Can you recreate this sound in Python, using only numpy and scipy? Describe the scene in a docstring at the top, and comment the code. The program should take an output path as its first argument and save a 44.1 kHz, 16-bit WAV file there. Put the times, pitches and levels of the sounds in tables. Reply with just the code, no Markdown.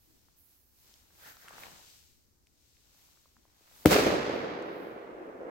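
"""A firecracker goes off on a foggy meadow ringed by woods, heard from some way off on two microphones close together.
The bang is one N-shaped pressure wave with low ringing, a rasp and a thin, dying hiss.
Filtered clicks make single echoes; dense random impulses make the bright wash and the long, ever duller roll.
Shaped noise makes the clothes that rustle, scrape and tick softly, mostly while the fuse burns.
A thin top hiss comes and goes; underneath lie the still air, a far rumble and a light breeze.
"""
import sys
import numpy as np
from scipy import signal
from scipy.fft import rfft, irfft, next_fast_len
from scipy.io import wavfile

SR = 44100
rng = np.random.default_rng(int(sys.argv[2]) if len(sys.argv) > 2 else 0)


def bounce(signal):
    """Save signal as a 16-bit WAV file at the path given by the first command-line argument."""
    frames = np.transpose(np.atleast_2d(signal))
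    limited = np.clip(frames, -1, 1)
    pcm = np.round(limited * 32767).astype(np.int16)
    wavfile.write(sys.argv[1], SR, pcm)


N = 242538
TIME = np.arange(N) / SR
BANG_S = 3.8580   # when the shock wave arrives
PORT_LAG_S = .00048   # sound's travel time from one microphone to the other


def from_db(db):
    """Turn decibels into a gain."""
    return 10 ** (np.asarray(db) / 20)


def rms_one(x):
    """Scale to an average power of 1."""
    return x / np.sqrt(np.mean(x ** 2) + 1e-20)


def at_hz(points, hz):
    """Read a curve of f/Hz and dB on a log-frequency axis."""
    at, value = np.transpose(points)
    return np.interp(np.log(np.maximum(hz, 1)), np.log(at), value)


def coloured(x, spectrum):
    """Make some frequencies stronger than others, then bring the power to 1."""
    size = next_fast_len(N)
    hz = np.arange(size // 2 + 1) * SR / size
    shaped = rfft(x, size) * from_db(at_hz(spectrum, hz))
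    return rms_one(irfft(shaped, size)[..., :N])


def band(x, low_hz, high_hz, order=1):
    """Keep the frequencies between two limits, with a filter that never looks ahead."""
    sos = signal.butter(order, [low_hz, high_hz], "band", fs=SR, output="sos")
    return signal.sosfilt(sos, x + 1e-18)   # the tiny offset only keeps the filter fast in silence


def panned(left_db):
    """Gains that make the left channel this much louder than the right."""
    return from_db(np.array([[left_db], [-left_db]]) / 2)


def add(out, sound, s):
    """Mix a short sound in at time s."""
    start = int(round(s * SR))
    out[start:start + len(sound)] += sound[:N - start]


def arrivals(per_s, spread_db, unlike):
    """Random impulses from all around; each reaches the two microphones with the lag of its bearing."""
    chance, bearing = rng.random((2, N))
    happens = chance < per_s / SR
    sizes = rng.standard_normal(N) * from_db(spread_db * rng.standard_normal(N)) * happens
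    lag = np.round(PORT_LAG_S * SR * np.cos(np.pi * bearing)).astype(int)
    shade = unlike * rng.standard_normal(N)   # the housing shades one side or the other
    first = sizes * (1 + shade)
    second = np.bincount((np.arange(N) + lag) % N, sizes * (1 - shade), N)
    return np.array([first, second])


def drift(per_s):
    """A slow random wander with spread 1."""
    knots = rng.standard_normal(N // 100)
    return np.interp(TIME * per_s, np.arange(len(knots)), knots) / np.sqrt(2 / 3)


def bump(s, length):
    """A bell-shaped gain that peaks at 1 at time s; length is its standard deviation in seconds."""
    return np.exp(-.5 * ((TIME - s) / length) ** 2)


SWELL_SHAPE = 1.35   # 1 gives a pointed swell, 2 a rounded one


def swell(s, rise, fall):
    """Gain that climbs to 1 at time s and dies away; 1/e one rise before and one fall after."""
    distance = np.abs((TIME - s) / np.where(TIME < s, rise, fall))
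    return np.exp(-np.minimum(distance ** SWELL_SHAPE, 30))


def together(gains):
    """Unrelated sounds add in power."""
    return np.sqrt(sum(gain ** 2 for gain in gains))


# tone colour of still outdoor air: f/Hz, relative level/dB
AIR_COLOUR = [(20, -11), (35, -10), (58, -1), (90, -5.5), (150, -14.5), (300, -13.5), (600, -23.5),
              (1500, -27.5), (3000, -34), (5500, -24.5), (10000, -33), (15000, -30)]
# tone colour of the breeze at the microphones: f/Hz, relative level/dB
BREEZE_COLOUR = [(15, 1), (40, -9), (100, -4), (300, -27.5), (1000, -57)]
AIR_DB, BREEZE_DB = -70, -84.5   # breeze: its level before the gusts


def meadow(lumps_db=1.2, gust_db=6.5):
    """A faint even hiss over a far rumble that comes in lumps, and a light breeze at the microphones."""
    air = from_db(AIR_DB) * coloured(arrivals(per_s=35000, spread_db=0.5, unlike=0.59), AIR_COLOUR)
    rumble = signal.sosfiltfilt(signal.butter(2, 450, fs=SR, output="sos"), air)
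    lumps = from_db(lumps_db * drift(per_s=6.6))
    eddies = coloured(rng.standard_normal((2, N)), BREEZE_COLOUR)   # each microphone has its own
    gusts = from_db(BREEZE_DB + gust_db * drift(per_s=2.4))
    # the rumble is already in the air, so only its change is added
    return air + rumble * (lumps - 1) + gusts * eddies * panned(left_db=4.0)


# strokes of cloth over cloth: t/s at full speed, rise/s, fall/s,
# swish level/dB, coarse rubbing level/dB relative to the swish
CLOTH_STROKES = [(.15, 0.23, 0.36, -73, -7.5), (.52, 0.04, 0.081, -73.5, -5), (.9, 0.12, 0.23, -65, -6.5),
                 (1.289, 0.1, 0.053, -57, 0), (1.43, 0.11, .06, -63.5, -16), (1.62, 0.14, 0.16, -56.5, 4.5),
                 (1.89, 0.39, 0.2, -59, -17), (2.679, 0.16, 0.42, -70.5, -27), (3.02, 0.2, 0.38, -67, -6.5),
                 (3.831, 0.22, 0.22, -62, -1)]
# the thin top hiss also flares by itself: t/s at its height, rise/s, fall/s, level/dB
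TOP_HISS_FLARES = [(.03, 0.13, 0.27, -68), (.385, 0.019, 0.31, -61.5), (.81, 0.087, 0.25, -65),
                   (1.28, 0.091, 0.07, -54.5), (1.41, 0.044, .08, -61), (1.605, 0.024, 0.074, -55),
                   (3.03, 0.12, 0.18, -67.5), (3.82, 0.11, .1, -58), (4.36, .1, .13, -69),
                   (4.83, .17, 0.11, -67)]
# tone colour of the thin top hiss: f/Hz, relative level/dB
TOP_HISS_COLOUR = [(7000, -18.5), (9800, -9), (11500, -1), (15500, -2)]
TOP_HISS_DB = -4.5   # top hiss heard along with a stroke, relative to the swish
TOP_HISS_GROWTH = 0.74   # dB of top hiss per dB of swish


def top_hiss():
    """A thin top hiss that comes and goes: treble noise that swells by itself and along with the strokes."""
    gains = [from_db(db) * swell(s, rise, fall) for s, rise, fall, db in TOP_HISS_FLARES]
    for s, rise, fall, swish_db, _ in CLOTH_STROKES:
        gains.append(from_db(swish_db + TOP_HISS_DB) * swell(s, rise, fall) ** TOP_HISS_GROWTH)
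    noise = coloured(rng.standard_normal((2, N)), TOP_HISS_COLOUR)
    return together(gains) * noise * panned(left_db=-3.5)


# small ticks and snaps nearby: t/s, peak level/dB, f/Hz
TICKS_NEARBY = [(.285, -57, 1170), (0.94, -44.5, 4440), (1.106, -59, 1280), (1.369, -48.5, 990),
                (1.369, -46.5, 4530), (1.483, -37.5, 1870), (1.484, -42, 7000), (1.493, -41.5, 7160),
                (1.508, -43.5, 776), (1.582, -39, 1030), (1.603, -57, 2600), (1.635, -34, 2280),
                (2.470, -55.5, 2940), (2.471, -55, 7000), (2.768, -57.5, 2400), (2.947, -61, 900),
                (3.089, -64, 1100), (3.173, -59, 990), (3.257, -56.5, 795), (3.367, -52.5, 1140),
                (3.453, -57, 714), (3.609, -56, 530), (3.713, -57, 700), (4.624, -47, 6060)]


def ticks(t60=0.01, width=1.5):
    """Each tick is a snap and a brief burst of friction around a pitch of its own."""
    out, age = np.zeros((2, N)), TIME[:SR // 20]
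    for s, db, hz in TICKS_NEARBY:
        # one part shared by both channels, one part separate
        friction = rng.standard_normal(len(age)) + 0.91 * rng.standard_normal((2, len(age)))
        snap = 9 * (age == 0)
        force = friction * from_db(-60 * age / t60) + snap
        bursts = band(force, hz / width, hz * width, order=3)
        for channel, burst in zip(out, bursts):
            add(channel, from_db(db) * burst / np.abs(burst).max(), s)
    return out


# folds of cloth scraping: t/s at the loudest, length/s (standard deviation), level/dB, f/Hz
CLOTH_SCRAPES = [(0.126, 0.047, -71.5, 297), (1.281, 0.045, -55.5, 1550), (1.286, 0.025, -61.5, 900),
                 (1.44, 0.039, -63, 1600), (1.514, 0.039, -56, 1350), (1.72, 0.058, -66.5, 170),
                 (1.806, 0.014, -63.5, 830), (3.394, 0.013, -68.5, 284)]


def scrapes(width=1.23):
    """A fold dragged across another sounds a broad pitch that swells and fades."""
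    slips = arrivals(per_s=4800, spread_db=0.5, unlike=0.79)
    out = np.zeros((2, N))
    for s, length, db, hz in CLOTH_SCRAPES:
        pitch = rms_one(band(slips, hz / width, hz * width, order=2))
        out += from_db(db) * bump(s, length) * pitch
    return out


# tone colour of coarse rubbing: f/Hz, relative level/dB
RUB_COLOUR = [(50, -23.5), (100, -3), (170, -3.5), (400, -3), (850, 0.5), (1500, -1.5), (2700, -6.5),
              (4000, -9), (6000, -35.5)]
# tone colour of sliding cloth: f/Hz, relative level/dB
SWISH_COLOUR = [(1200, -15), (2800, -4.5), (4200, -1), (6000, -2), (8000, -5), (10000, -14.5),
                (14000, -24.5)]
RUB_GROWTH = 0.99   # dB of rubbing per dB of swish within a stroke


def clothes():
    """Fibres catch and slip: coarse rubbing under pressure, a fine swish when the cloth just slides."""
    rubs, swishes = [], []
    for s, rise, fall, db, rub_db in CLOTH_STROKES:   # the strokes listed above top_hiss
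        speed = swell(s, rise, fall)
        swishes.append(from_db(db) * speed)
        rubs.append(from_db(db + rub_db) * speed ** RUB_GROWTH)
    catches = arrivals(per_s=3600, spread_db=2.5, unlike=0.52)
    slides = arrivals(per_s=25000, spread_db=1.0, unlike=0.64)
    rub = together(rubs) * coloured(catches, RUB_COLOUR)
    swish = together(swishes) * coloured(slides, SWISH_COLOUR) * panned(left_db=2.5)
    return rub + swish


# the shock reaches the tree line and comes back after this delay; the scattered sound builds up over EDGE_S
TREE_LINE_S, EDGE_S = .05, 0.0081


def scatter(db, db_per_doubling, db_per_s):
    """Gain of the sound coming back from ever deeper in the woods."""
    age = np.maximum(TIME - BANG_S, 0)
    build_up = .5 + .5 * np.tanh((age - TREE_LINE_S) / (2 * EDGE_S))
    doublings = np.log2(np.maximum(age / TREE_LINE_S, 1))
    return build_up * from_db(db - db_per_doubling * doublings - db_per_s * age)


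# ground and air take the extremes away as the echoes travel further:
# f/Hz, loss/dB per second, relative to the other frequencies
DISTANCE_LOSS = [(60, 20), (150, 5.5), (350, -1.5), (1000, -0.5), (2000, 3), (3200, 10), (5000, 19.5),
                 (7000, 33), (10000, 58.5), (15000, 79.5)]


def travelled(x, spectrum):
    """Later arrivals have come further and lost more of their extremes; the power stays 1."""
    hz, s, frames = signal.stft(coloured(x, spectrum), SR, nperseg=1024)
    kept = from_db(-np.outer(at_hz(DISTANCE_LOSS, hz), np.maximum(s - BANG_S, 0)))
    power = from_db(at_hz(spectrum, hz)) ** 2
    power_left = power @ kept ** 2 / power.sum()
    return signal.istft(frames * kept / np.sqrt(power_left), SR)[1][:, :N]


# bushes, dense stands and far slopes each return a surge:
# t/s at its height, rise/s, fall/s, low roll level/dB, bright wash level/dB
WOOD_SURGES = [(3.867, 0.011, 0.033, -26, -33), (3.926, 0.017, 0.015, -20, -27),
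               (3.995, .018, 0.0085, -27, -37), (4.069, .01, 0.022, -24, -42),
               (4.14, 0.031, 0.054, -29.5, -52), (5.2, 0.12, 0.72, -46.5, -56.5),
               (5.5, 0.077, 0.16, -42.5, -51.5)]
# tone colour of the low roll at the bang: f/Hz, relative level/dB
ROLL_COLOUR = [(25, -40), (42, -37), (62, -4), (85, -11), (120, -7), (170, -7.5), (230, -5), (320, -1.5),
               (500, -1), (680, -7), (900, -17.5), (1500, -31)]
# tone colour of the bright wash at the bang: f/Hz, relative level/dB
WASH_COLOUR = [(350, -31), (700, -2.5), (950, -2.5), (1300, -2), (2000, -4.5), (3000, -8.5), (5000, -9.5),
               (7000, -13), (10000, -18.5), (12500, -12.5), (16000, -14.5)]
# scatter from the depth of the woods: level before build-up and losses,
# loss per doubling of the path, loss to the foliage
ROLL_DB, ROLL_DB_PER_DOUBLING, ROLL_DB_PER_S = -22.5, 2, 11
WASH_DB, WASH_DB_PER_DOUBLING, WASH_DB_PER_S = -20, 4, 11.5


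def woods(lumps_db=0.4):
    """Trunks and slopes send back a lumpy low roll, countless twigs a fine bright wash."""
    rolls = [scatter(ROLL_DB, ROLL_DB_PER_DOUBLING, ROLL_DB_PER_S)]
    washes = [scatter(WASH_DB, WASH_DB_PER_DOUBLING, WASH_DB_PER_S)]
    for s, rise, fall, roll_db, wash_db in WOOD_SURGES:
        surge = swell(s, rise, fall)
        rolls.append(from_db(roll_db) * surge)
        washes.append(from_db(wash_db) * surge)
    uneven_db = lumps_db * drift(per_s=30)
    trunks = arrivals(per_s=2500, spread_db=2.0, unlike=0.23)
    twigs = arrivals(per_s=16000, spread_db=1.0, unlike=0.24)
    roll = together(rolls) * from_db(uneven_db) * travelled(trunks, ROLL_COLOUR)
    wash = together(washes) * from_db(uneven_db / 2) * travelled(twigs, WASH_COLOUR)
    return (roll + wash) * (TIME > BANG_S) * panned(left_db=-2.74)


# single strong echoes: t/s, peak level of the thud/dB, bearing (-1 to 1, above 0 reaches the left first)
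STRONG_ECHOES = [(3.87, -23, .1), (3.9225, -24, -.3), (3.9596, -12.5, .2), (3.9638, -10.5, -.2),
                 (3.986, -14.5, .3), (4.0614, -21, -.2), (4.068, -20, .1), (4.077, -21.5, .2),
                 (4.103, -19.5, -.3), (4.444, -27.5, .2), (4.551, -36, -.2), (4.865, -43, .2),
                 (5.076, -35.5, 0), (5.168, -49, .1), (5.211, -41.5, -.2), (5.413, -34, .4),
                 (5.433, -34, -.3)]
ECHO_LOW_HZ, ECHO_HIGH_HZ = 292, 622
# echoes keep some of the crack: its level relative to the thud, its loss with travel time, its decay
CRACK_DB, CRACK_DB_PER_S, CRACK_T60_S = -10, 15, 0.041
CRACK_LOW_HZ, CRACK_HIGH_HZ = 800, 2600


def echoes():
    """Tree lines and slopes return dull thuds a few cycles long, with a remnant of crack that is strongest nearby."""
    thud = band(signal.unit_impulse(SR // 20), ECHO_LOW_HZ, ECHO_HIGH_HZ, order=2)
    thud = thud / np.abs(thud).max()
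    fade = from_db(-60 * TIME[:len(thud)] / CRACK_T60_S)
    out = np.zeros((2, N))
    for s, db, bearing in STRONG_ECHOES:
        crack_gain = from_db(CRACK_DB - CRACK_DB_PER_S * (s - BANG_S))
        for channel, side in zip(out, (-.5, .5)):
            noise = band(rng.standard_normal(len(thud)), CRACK_LOW_HZ, CRACK_HIGH_HZ, order=2)
            crack = crack_gain * fade * rms_one(noise)
            add(channel, from_db(db) * (thud + crack), s + side * bearing * PORT_LAG_S)
    return out


# tone colour of the fine hiss that trails the shock: f/Hz, relative level/dB
SIZZLE_COLOUR = [(1000, -8), (3000, 5), (6500, 0.5), (10000, -9), (13000, 2.5), (16000, -7)]
SIZZLE_DB, SIZZLE_T60_S = -34, .33   # level at its start, time to fall by 60 dB


def sizzle():
    """The crack frays into a thin hiss that dies quickly."""
    age = TIME - BANG_S
    fade = from_db(SIZZLE_DB - 60 * np.maximum(age, 0) / SIZZLE_T60_S) * (age > 0)
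    return fade * coloured(rng.standard_normal((2, N)), SIZZLE_COLOUR)


def lead_in(s=3.8545, length=0.0009, level_db=-18, hz=550):
    """A soft, dull bump runs just ahead of the crack."""
    wave = np.cos(2 * np.pi * hz * (TIME - s))
    return from_db(level_db) * bump(s, length) * wave * panned(left_db=4.5)


# low ringing that the shock leaves behind: f/Hz, level/dB at its start, time to fall by 60 dB/s
BOOM_RINGING = [(93, -19.5, 0.081), (159.4, -23, 0.19), (238, -42, 0.13), (308, -11.5, 0.098),
                (483, -12, 0.034), (900, -45, 0.023)]
# the microphones rasp as each shock front hits: t/s, level/dB, length/s (standard deviation)
FRONT_RASPS = [(3.8576, -12, 0.00022), (3.8596, -16, 0.00039)]
# tone colour of the rasp: f/Hz, relative level/dB
RASP_TONE = [(500, 2), (1000, 13.5), (2000, 5), (4500, -8.5), (7000, -4), (10000, -7.5), (13000, 5),
             (16000, -0.5)]
SHOCK_S, SHOCK_DB = .0023, -4.5   # length of the N wave, and its peak before filtering


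def bang(rumble_cut_hz=58, shock_top_hz=3000):
    """An N-shaped pressure wave, the ringing after it and a rasp on both of its fronts."""
    age = np.maximum(TIME - BANG_S, 0)
    n_wave = (2 * age / SHOCK_S - 1) * (age > 0) * (age < SHOCK_S)
    blast = from_db(SHOCK_DB) * band(n_wave, low_hz=12, high_hz=shock_top_hz)
    since = np.maximum(age - SHOCK_S / 2, 0)   # the ringing starts at the middle of the wave
    for hz, db, t60 in BOOM_RINGING:
        blast = blast + from_db(db - 60 * since / t60) * np.sin(2 * np.pi * hz * since)
    # a small charge has no deep bass
    bass_cut = signal.butter(4, rumble_cut_hz, "high", fs=SR, output="sos")
    blast = signal.sosfilt(bass_cut, blast + 1e-18)
    fronts = sum(from_db(db) * bump(s, length) for s, db, length in FRONT_RASPS)
    return blast + fronts * coloured(rng.standard_normal((2, N)), RASP_TONE)


def scene():
    """The bang and its echoes over the small sounds of the meadow."""
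    firecracker = lead_in() + bang() + sizzle() + echoes() + woods()
    return firecracker + clothes() + scrapes() + ticks() + top_hiss() + meadow()


# the two microphones differ in colour: f/Hz, left minus right level/dB
MIC_DIFFERENCE = [(200, 2.5), (1300, 0.5), (2400, 2.5), (4400, -2), (8000, 6), (10500, 1.5), (13500, -2.5)]
CUTOFF_HZ = 15900


def record(dry):
    """Each microphone has its own colour; peaks are clipped at full scale, then the top is cut."""
    size = next_fast_len(N)
    tilt_db = at_hz(MIC_DIFFERENCE, np.arange(size // 2 + 1) * SR / size)
    mic_gains = from_db(np.outer([.5, -.5], tilt_db))
    heard = irfft(rfft(dry, size) * mic_gains, size)[:, :N]
    top_cut = signal.ellip(12, .1, 90, CUTOFF_HZ, fs=SR, output="sos")
    return signal.sosfilt(top_cut, np.clip(heard, -1, 1))


dry = scene()
out = record(dry)
bounce(out)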